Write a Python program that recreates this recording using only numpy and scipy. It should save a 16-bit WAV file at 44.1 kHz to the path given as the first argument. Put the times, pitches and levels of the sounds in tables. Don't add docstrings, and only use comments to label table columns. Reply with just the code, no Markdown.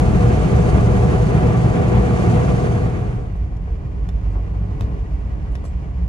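import sys
import numpy as np
from scipy import signal
from scipy.fft import rfft, irfft
from scipy.io import wavfile
from scipy.ndimage import uniform_filter1d

SR = 44100
rng = np.random.default_rng(int(sys.argv[2]) if len(sys.argv) > 2 else 0)


def store_pcm(level_fs):
    pcm = np.round(np.clip(level_fs, -1, 1) * 32767).astype(np.int16)
    wavfile.write(sys.argv[1], SR, np.atleast_2d(pcm).T)


N = 268128
TIME = np.arange(N) / SR
FREQ = np.maximum(np.arange(N // 2 + 1) * SR / N, 1)
TOP_HZ = 13500


def undb(db):
    return 10 ** (np.asarray(db) / 20)


def unit(x):
    return x / np.sqrt(np.mean(x ** 2))


def curves(table):
    s, *columns = np.transpose(table)
    return [np.interp(TIME, s, column) for column in columns]


def over_freq(table):
    hz, *columns = np.transpose(table)
    return [np.interp(np.log(FREQ), np.log(hz), column) for column in columns]


def tone(table):
    return undb(over_freq(table)[0]) / np.maximum(FREQ / table[-1][0], 1) ** 3


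def shape(x, gain):
    return irfft(rfft(x) * gain, N)


def band_rms(x, lo_hz, hi_hz):
    return np.std(shape(x.mean(axis=0), (FREQ > lo_hz) & (FREQ < hi_hz)))


def resonance(hz, width_hz):
    return 1 / (1 + 1j * (FREQ ** 2 - hz ** 2) / (FREQ * width_hz))


def walk(rate_hz):
    return unit(shape(rng.standard_normal(N), 1 / (1 + (FREQ / rate_hz) ** 4)))


def noise():
    return rng.standard_normal((2, N))


def ports(pair, pan_db, coherence, lead_rad):
    likeness = np.clip(coherence, 0, .995)
    mid = rfft(pair[0]) * np.sqrt(1 + likeness)
    side = rfft(pair[1]) * np.sqrt(1 - likeness)
    turn = undb(pan_db / 2) * np.exp(.5j * lead_rad)
    return irfft(np.array([(mid + side) * turn, (mid - side) / turn]), N)


def even(x, span_s):
    size = max(int(span_s * SR), 2)
    power = uniform_filter1d(uniform_filter1d(np.mean(x ** 2, axis=0), size), size)
    return x * np.sqrt(power.mean() / power)


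def grains(rate_hz, spread_db):
    size_db = spread_db * np.minimum(rng.exponential(size=(2, N)), 5)
    hits = rng.random((2, N)) < rate_hz / SR
    return unit(hits * noise() * undb(size_db))


def singing(modes):
    total = 0
    for hz, width_hz, db, pan_db, lead_rad in modes:
        hum = shape(ports(noise(), pan_db, 0.75, lead_rad), resonance(hz, width_hz) ** 2)
        total = total + undb(db) * even(unit(hum), 0.35)
    return total


# delay_s, gain (relative to the direct hiss)
PANEL_ECHOES = [(.00135, 0.068), (.0023, -.17), (.0041, .16), (.0067, .15), (0.0118, -.14)]


def reflections():
    comb = 1 + sum(gain * np.exp(-2j * np.pi * FREQ * delay_s) for delay_s, gain in PANEL_ECHOES)
    return comb / np.sqrt(np.mean(np.abs(comb) ** 2))


# (relative, per Hz)
WIND_COLOUR = [(1500, -25), (3000, 4), (3750, -0.5), (4450, 1.5), (5250, -.5), (6400, 1), (7100, 1),
               (8200, 0), (9250, -.5), (10000, -12), (11000, -12), (11600, -21), (13400, -24)]
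# pitch_hz, left_minus_right_db, coherence (0-1), left_lead_rad
ASPHALT_FIELD = [(50, 1.5, 0.97, .1), (171, -2, 0.94, 0.51), (300, 3.5, 0.35, 0.41), (470, -1, 0.73, 1.3),
                 (720, 7, 0.75, 1.7), (940, 1, 0.23, 1.8), (1100, 3.5, 0.46, 1.2), (1870, -5, 0.73, 2.86),
                 (2710, -3.5, 0, 3.57), (3520, -3.5, 0.17, 7.4), (4360, -1, 0.73, 7.05),
                 (5230, -1.5, 0.1, 7.2), (6200, 6, 0.5, 7.3), (8400, 0, 0.61, 9.65),
                 (10200, -2.5, 0.6, 6.5)]
GUST_DB = 1


def wind(level_db):
    hiss = shape(ports(noise(), *over_freq(ASPHALT_FIELD)), tone(WIND_COLOUR) * reflections())
    hiss = hiss / band_rms(hiss, 3000, 10000)
    return hiss * undb(level_db + GUST_DB * walk(30))


def engine(course, orders, wobble, flutter_db):
    firing_hz, level_db = curves(course)
    phase = 2 * np.pi * np.cumsum(firing_hz * (1 + wobble * walk(6.5))) / SR
    total = 0
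    for multiple, order_db in orders:
        level = undb(level_db + order_db + flutter_db * walk(12))
        total = total + level * np.sin(multiple * phase + 2 * np.pi * rng.random())
    return total


# time_s, firing_hz (before wobble), level_db (before order and flutter)
CRUISE_COURSE = [(0, 114.6, -25), (.18, 116.6, -28), (.27, 116.6, -15), (.36, 116.5, -29),
                 (.54, 117.1, -17.5), (.71, 115.9, -24), (.78, 115.9, -20.5), (1.05, 117, -17),
                 (1.12, 116.5, -31), (1.21, 116.8, -14.5), (1.4, 117.2, -26.5), (1.45, 117.5, -16.5),
                 (1.84, 117.4, -23), (1.98, 117.9, -18), (2.05, 117.5, -28), (2.3, 117.9, -17),
                 (2.55, 117.9, -23.5), (3.3, 120, -14)]
# multiple (of the firing rate), level_db (added to the course)
CRUISE_PARTIALS = [(.5, -10), (1, 3), (1.5, -23.5), (2.002, -32), (3.8, -25)]


def cruise_engine():
    return engine(CRUISE_COURSE, CRUISE_PARTIALS, wobble=0.0026, flutter_db=0.5)


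# time_s, firing_hz (before wobble), level_db (before order and flutter)
CRAWL_COURSE = [(2.6, 97.26, -29), (3.64, 95.7, -32), (3.8, 92.64, -47), (3.92, 92.74, -33.5),
                (4.42, 97.9, -30.5), (4.86, 101.9, -30.5), (5.02, 98.8, -44), (5.6, 88.3, -41),
                (6.08, 88, -41)]
# multiple (of the firing rate), level_db (added to the course)
CRAWL_PARTIALS = [(.5, -5), (1, 4), (1.5, -11), (2, -14)]


def crawl_engine():
    return engine(CRAWL_COURSE, CRAWL_PARTIALS, wobble=0.0097, flutter_db=3.0)


# pitch_hz, width_hz (of one pass), level_db (before the load), left_minus_right_db, left_lead_rad
WHINE_MODES = [(405.3, 13.7, -5.5, -4, 0.008), (452, 7.8, -9, 3.5, 0.0034)]
# time_s, level_db
WHINE_LEVEL = [(3, -56), (3.7, -42.5), (4.3, -47.5), (4.95, -38.5), (5.3, -49), (6.08, -59)]


def drivetrain_whine():
    return singing(WHINE_MODES) * undb(curves(WHINE_LEVEL)[0])


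def jolt(colour, contact_rate_hz, rise_s, start_s, level_db, pan_db, decay_s, tilt_db):
    age = TIME - start_s
    burst = np.clip(age / rise_s, 0, 1) * np.exp(-np.maximum(age - rise_s, 0) / decay_s)
    hits = grains(contact_rate_hz, spread_db=-0.2) * burst
    contacts = ports(hits, 0, 0.63, 2 * np.pi * FREQ * 0.000286)
    octaves = np.log2(np.clip(FREQ, 800, TOP_HZ) / 800)
    sound = shape(contacts, colour * undb(tilt_db * octaves))
    side_db = np.array([[pan_db], [-pan_db]]) / 2
    return unit(sound) * np.sqrt(np.mean(burst ** 2)) * undb(level_db + side_db)


def ring(modes, start_s, level_db, pan_db):
    out, sides = np.zeros((2, N)), np.array([[1], [-1]])
    near = (TIME > start_s) & (TIME < start_s + .15)
    age = TIME[near] - start_s
    lags_rad = rng.uniform(-0.84, 1, len(modes))
    for (hz, width_hz, mode_db), lag in zip(modes, lags_rad):
        decay = np.exp(-np.pi * width_hz * age)
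        out[:, near] += undb(mode_db) * decay * np.sin(2 * np.pi * hz * age + lag * sides)
    return out * undb(level_db + sides * pan_db / 2)


# pitch_hz, width_hz, level_db (before the focus of the blow)
PANEL_MODES = [(1860, 70, 1), (2600, 80, -2), (2930, 100, -6), (3590, 54, -2.5), (4300, 65, -12),
               (5430, 67, -1.5), (7020, 70, -2.5), (9250, 110, -2)]
TRIM_FOCUS_DB = 11


def panel(favoured_hz):
    return [(hz, width_hz, db - TRIM_FOCUS_DB * abs(np.log2(hz / favoured_hz)))
            for hz, width_hz, db in PANEL_MODES]


# start_s, level_db, left_minus_right_db, decay_s, tilt_db (per octave), ring_db, favoured_hz
TRIM_SNAPS = [(1.952, -46, -1, .0046, -8, -47, 1800), (3.566, -51, 8, 0.0048, -2, -56, 5340),
              (4.088, -33, -1, .0026, -2.3, -40.5, 3600), (4.8075, -25, -2, 0.0016, -1.9, -36.5, 2700),
              (5.552, -33.5, -3, .0036, -1.6, -40.5, 3600)]
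# (relative, per Hz)
PLASTIC_COLOUR = [(200, -10), (900, 4), (1500, -4.5), (1850, -0.5), (2200, -8), (2700, -9), (3500, -10),
                  (4500, -13.5), (5600, -11.5), (6500, -13.5), (7700, -19.5), (9200, -13), (10500, -20.5),
                  (13400, -22)]
TRIM_RISE_S = 0.002


def trim_snaps():
    plastic, total = tone(PLASTIC_COLOUR), 0
    for start_s, db, pan_db, decay_s, tilt_db, ring_db, favoured_hz in TRIM_SNAPS:
        snap = jolt(plastic, 24000, TRIM_RISE_S, start_s, db, pan_db, decay_s, tilt_db)
        total = total + snap + ring(panel(favoured_hz), start_s + TRIM_RISE_S, ring_db, pan_db)
    return total


# start_s, level_db, left_minus_right_db, decay_s, tilt_db (per octave), rise_s
FLOOR_KNOCKS = [(.781, -19, 1, 0.0055, 6, 0.00197), (3.353, -37, 1, .0042, 5.5, .001),
                (3.522, -39, 0, .0046, -11, .0013), (3.672, -38, 3, .013, 1, .005),
                (4.344, -37, 3, .034, 1.5, .014), (4.535, -42, 1, .02, 1, .01),
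                (4.64, -38, 5, 0.0072, -6, .003), (4.708, -38.5, 0, .012, -5, .003),
                (4.795, -36, -2, .0045, -2, 0.0015), (4.895, -43, -3, .016, -2, .004),
                (5.452, -42, 1, 0.025, 6, .008), (5.64, -33.5, 6, .004, 2, 0.0011),
                (5.652, -34.5, -3, .005, 1, 0.00095)]
# (relative, per Hz)
KNOCK_COLOUR = [(100, -20), (400, 3.5), (750, 3.5), (1100, -2.5), (1600, -13), (2500, -29.5)]
# pitch_hz, width_hz, level_db (against the knock, before hardness)
FLOOR_MODES = [(700, 70, 0.5), (1080, 110, -4)]
HARD_CONTACT_S = .002


def floor_knocks():
    floor_pan, total = tone(KNOCK_COLOUR), 0
    for start_s, db, pan_db, decay_s, tilt_db, rise_s in FLOOR_KNOCKS:
        hardness = 1 / (1 + (rise_s / HARD_CONTACT_S) ** 2)
        knock = jolt(floor_pan, 6000, rise_s, start_s, db, pan_db, decay_s, tilt_db)
        total = total + knock + hardness * ring(FLOOR_MODES, start_s + rise_s, db, pan_db)
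    return total


# start_s, level_db, left_minus_right_db, decay_s, tilt_db (per octave),
# ring_db (against the bare metal), ring_hz
METAL_CHATTER = [(3.356, -64, 1, .018, 5, 14, 11500), (4.326, -67, 0, .004, 7, 13, 11600),
                 (4.816, -48, -5, .017, -9, -20, 7700), (5.513, -63.5, 0, .04, 3, 3, 9500),
                 (5.639, -53, 2, .009, 1, -6, 9800), (5.649, -50.5, 3, 0.023, -1, 2, 7780)]
# (relative, per Hz)
METAL_COLOUR = [(1500, -17), (3800, -5), (4700, -1.5), (5300, -4), (6100, 0), (6800, -8), (7600, 1.5),
                (8400, -8), (9700, -2), (10600, -14), (13000, -18)]
CHATTER_RISE_S, CHATTER_RING_WIDTH_HZ = .005, 280


def metal_chatter():
    metal, total = tone(METAL_COLOUR), 0
    for *blow, ring_db, ring_hz in METAL_CHATTER:
        ringing = 1 + undb(ring_db) * resonance(ring_hz, CHATTER_RING_WIDTH_HZ)
        total = total + jolt(metal * ringing, 4000, CHATTER_RISE_S, *blow)
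    return total


CAB_T60_S, CAB_DB = 0.098, -9.5


def rattles():
    direct = trim_snaps() + floor_knocks() + metal_chatter()
    tail = noise() * np.exp(-np.log(1000) * TIME / CAB_T60_S)
    return direct + undb(CAB_DB) * shape(direct, rfft(unit(tail)) / np.sqrt(N))


def body_and_roar(colour, field, split_hz):
    shake = shape(ports(noise(), *over_freq(field)), tone(colour))
    boom = shape(shake, 1 / (1 + (FREQ / split_hz) ** 8))
    return boom, shake - boom


# time_s, rumble_db, wind_db, roar_db
ASPHALT_LEVELS = [(0, -19, -48, -25), (.85, -20.5, -48, -26), (1.5, -22, -49.5, -25.5),
                  (2.05, -24, -50, -26.5), (2.3, -25, -47.5, -25.5), (3, -19.5, -50, -26)]
# (relative, per Hz)
ASPHALT_COLOUR = [(20, -27), (35, -8.5), (48, 1), (70, 1.5), (95, -2.5), (175, -1), (250, -12), (400, -12),
                  (560, -21), (950, -24.5), (1300, -27.5), (1700, -30.5), (2400, -34.5), (4000, -50.5),
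                  (6000, -69)]
# pitch_hz, width_hz (of one pass), level_db (before TREAD_DB),
# left_minus_right_db, left_lead_rad
TREAD_MODES = [(414.5, 22, -10.5, 1.5, 1.35), (447, 6.4, -20.5, -6, 0.92), (485.1, 15.2, -6, 11.5, 1.45),
               (499.5, 6.1, -15.5, 9, 1.5), (643.6, 93, -12.5, -3.5, 0.26), (733.4, 39.5, -10, 0.5, 1.33),
               (847, 36, -18, -5.5, 1.28), (1003, 31, -23.5, 1, 1.5), (1157, 45, -19, 3.5, 1.9)]
# pitch_hz, width_hz (of one pass), level_db,
# left_minus_right_db, left_lead_rad
TYRE_DRONE_MODES = [(68.75, 3.5, -28.5, 1, .2), (109.65, 3, -33, -2, .3), (209.5, 4.6, -35.5, 5, .5)]
TREAD_DB = -22.5
WHEEL_HZ, SWING_DB = 9.45, 0.06
PATCH_DB = 0.99


def highway():
    rumble_db, wind_db, roar_db = curves(ASPHALT_LEVELS)
    boom, roar = body_and_roar(ASPHALT_COLOUR, ASPHALT_FIELD, split_hz=93.0)
    boom = even(boom, .06) / band_rms(boom, 30, 100)
    roar = even(roar, .12) / band_rms(roar, 250, 1500)
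    turn = 2 * np.pi * WHEEL_HZ * TIME
    swing = undb(SWING_DB * (np.sin(turn) + np.sin(2 * turn)))
    rolling = undb(roar_db + PATCH_DB * walk(22)) * roar
    tyres = (rolling + undb(TREAD_DB) * singing(TREAD_MODES)) * swing
    rumble = boom * undb(rumble_db) + singing(TYRE_DRONE_MODES)
    return rumble + tyres + wind(wind_db) + cruise_engine()


# (relative, per Hz)
GRIT_COLOUR = [(700, 11), (1300, 1), (1700, 5), (2400, -0.5), (2900, -4.5), (3450, -10), (4500, -13.5),
               (6500, -14.5), (9000, -23), (11000, -28), (13400, -37)]
# pitch_hz, left_minus_right_db, coherence (0-1), left_lead_rad
DIRT_FIELD = [(50, -2, 0.96, 0), (170, 0, 1, 0.5), (280, 0, 0.67, 0.26), (420, 2, 0.15, 1),
              (650, 0.5, 0.26, 1), (1000, 3, 0.32, 1.5), (1370, -1, 0.97, 2), (2120, -2.5, 0.2, 4.5),
              (3120, -2, 0.37, 7.5), (4440, -2, 0.46, -1.2), (6360, 4.5, 0.22, 3), (8000, 4.5, 0.3, 2.5),
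              (10500, -2.5, 0.53, 0.5)]
GRIT_DB = -59


def grit(ground_db):
    sand = noise() + .4 * grains(rate_hz=900, spread_db=2.2)
    crunch = shape(ports(sand, *over_freq(DIRT_FIELD)), tone(GRIT_COLOUR) * reflections())
    crunch = crunch / band_rms(crunch, 1500, 3200)
    return crunch * undb(GRIT_DB + ground_db + 0.96 * walk(15))


# time_s, roughness_db (above the usual)
GROUND_ROUGHNESS = [(3.3, 0.1), (3.9, -1), (4.3, 0.78), (4.6, 1), (4.82, 2.05), (5.05, 0.6), (5.8, 0.1),
                    (6.08, -0.3)]
# (relative, per Hz)
DIRT_COLOUR = [(20, -28), (33, -10), (47, -1), (62, 1), (85, -9), (150, -16.5), (190, -20.5), (220, -26),
               (300, -24), (370, -31), (430, -30.5), (550, -34.5), (900, -40), (1150, -41), (1400, -52.5),
               (2500, -63)]
# pitch_hz, width_hz (of one pass), level_db, left_minus_right_db, left_lead_rad
CAB_AIR_MODES = [(128.1, 17.4, -39.5, -4, 0.007), (174.5, 19, -39, 0.5, 0.0067)]
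TRACK_BOOM_DB, TRACK_ROAR_DB, CLODS_DB = -29.5, -42.5, -18.5
ROAR_PER_GROUND, BOOM_PER_GROUND = 0.73, 0.64


def track():
    ground_db, = curves(GROUND_ROUGHNESS)
    boom, roar = body_and_roar(DIRT_COLOUR, DIRT_FIELD, split_hz=65.4)
    boom = even(boom, .055) / band_rms(boom, 30, 85)
    roar = even(roar, .1) / band_rms(roar, 220, 1300)
    clods = unit(shape(grains(rate_hz=150, spread_db=2.5), resonance(950, 720) ** 2))
    tyres = (roar + undb(CLODS_DB) * clods) * undb(TRACK_ROAR_DB + ROAR_PER_GROUND * ground_db)
    rumble = boom * undb(TRACK_BOOM_DB + BOOM_PER_GROUND * ground_db)
    road = rumble + tyres + grit(ground_db) + singing(CAB_AIR_MODES)
    return road + crawl_engine() + drivetrain_whine()


# peak_s, level_db (before the ports), half_length_s (to 1/e), pitch_hz
BOOM_SWELLS = [(0.149, -19, 0.063, 71.6), (0.401, -23, .04, 57), (.575, -20, 0.025, 72.5),
               (0.74, -16.5, 0.026, 64.6), (.94, -16.5, 0.034, 63), (1.371, -19.5, 0.025, 61),
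               (1.994, -15.5, 0.054, 59.2), (2.48, -19, 0.03, 65.6), (3.083, -22.5, .04, 54.01),
               (3.318, -22.5, .025, 62), (3.419, -19, .045, 55.26), (3.549, -23, 0.024, 49),
               (3.623, -18.5, 0.018, 56.01), (3.734, -19, 0.025, 54), (3.859, -28, 0.048, 129),
               (4.041, -20.5, 0.046, 52.4), (4.165, -18.5, 0.029, 51.2), (4.282, -20.5, .045, 50.3),
               (4.379, -22, .045, 50.3), (4.511, -24.5, 0.028, 58), (4.614, -20.5, 0.046, 53.3),
               (4.871, -20.5, .05, 62), (5.005, -20.5, .035, 54.6), (5.102, -31, .035, 140),
               (5.133, -17.5, 0.028, 52), (5.227, -20, 0.038, 56.7), (5.343, -23, .025, 61.3),
               (5.451, -18.5, 0.024, 54.3), (5.521, -20.5, .035, 51.3), (5.761, -21, 0.029, 51.3),
               (5.972, -21, 0.028, 53.7), (6.02, -31.5, 0.038, 172), (6.042, -18, 0.036, 57.5)]


def boom_swells():
    boom = np.zeros((2, N))
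    for (peak_s, db, half_s, hz), turn in zip(BOOM_SWELLS, rng.random(len(BOOM_SWELLS))):
        near = np.abs(TIME - peak_s) < 3 * half_s
        age = TIME[near] - peak_s
        swell = np.exp(-(age / half_s) ** 2)
        boom[0, near] += undb(db) * swell * np.sin(2 * np.pi * (hz * age + turn))
    return boom


FADE_START_S, FADE_END_S = 2.49, 3.374


def scene():
    blend = np.clip((TIME - FADE_START_S) / (FADE_END_S - FADE_START_S), 0, 1)
    boom = boom_swells()
    asphalt = highway() + ports(boom, *over_freq(ASPHALT_FIELD))
    dirt = track() + ports(boom, *over_freq(DIRT_FIELD))
    return (1 - blend) * asphalt + blend * dirt + rattles()


def record(dry):
    return signal.sosfilt(signal.ellip(8, .2, 70, TOP_HZ, fs=SR, output="sos"), dry)


dry = scene()
out = record(dry)
store_pcm(out)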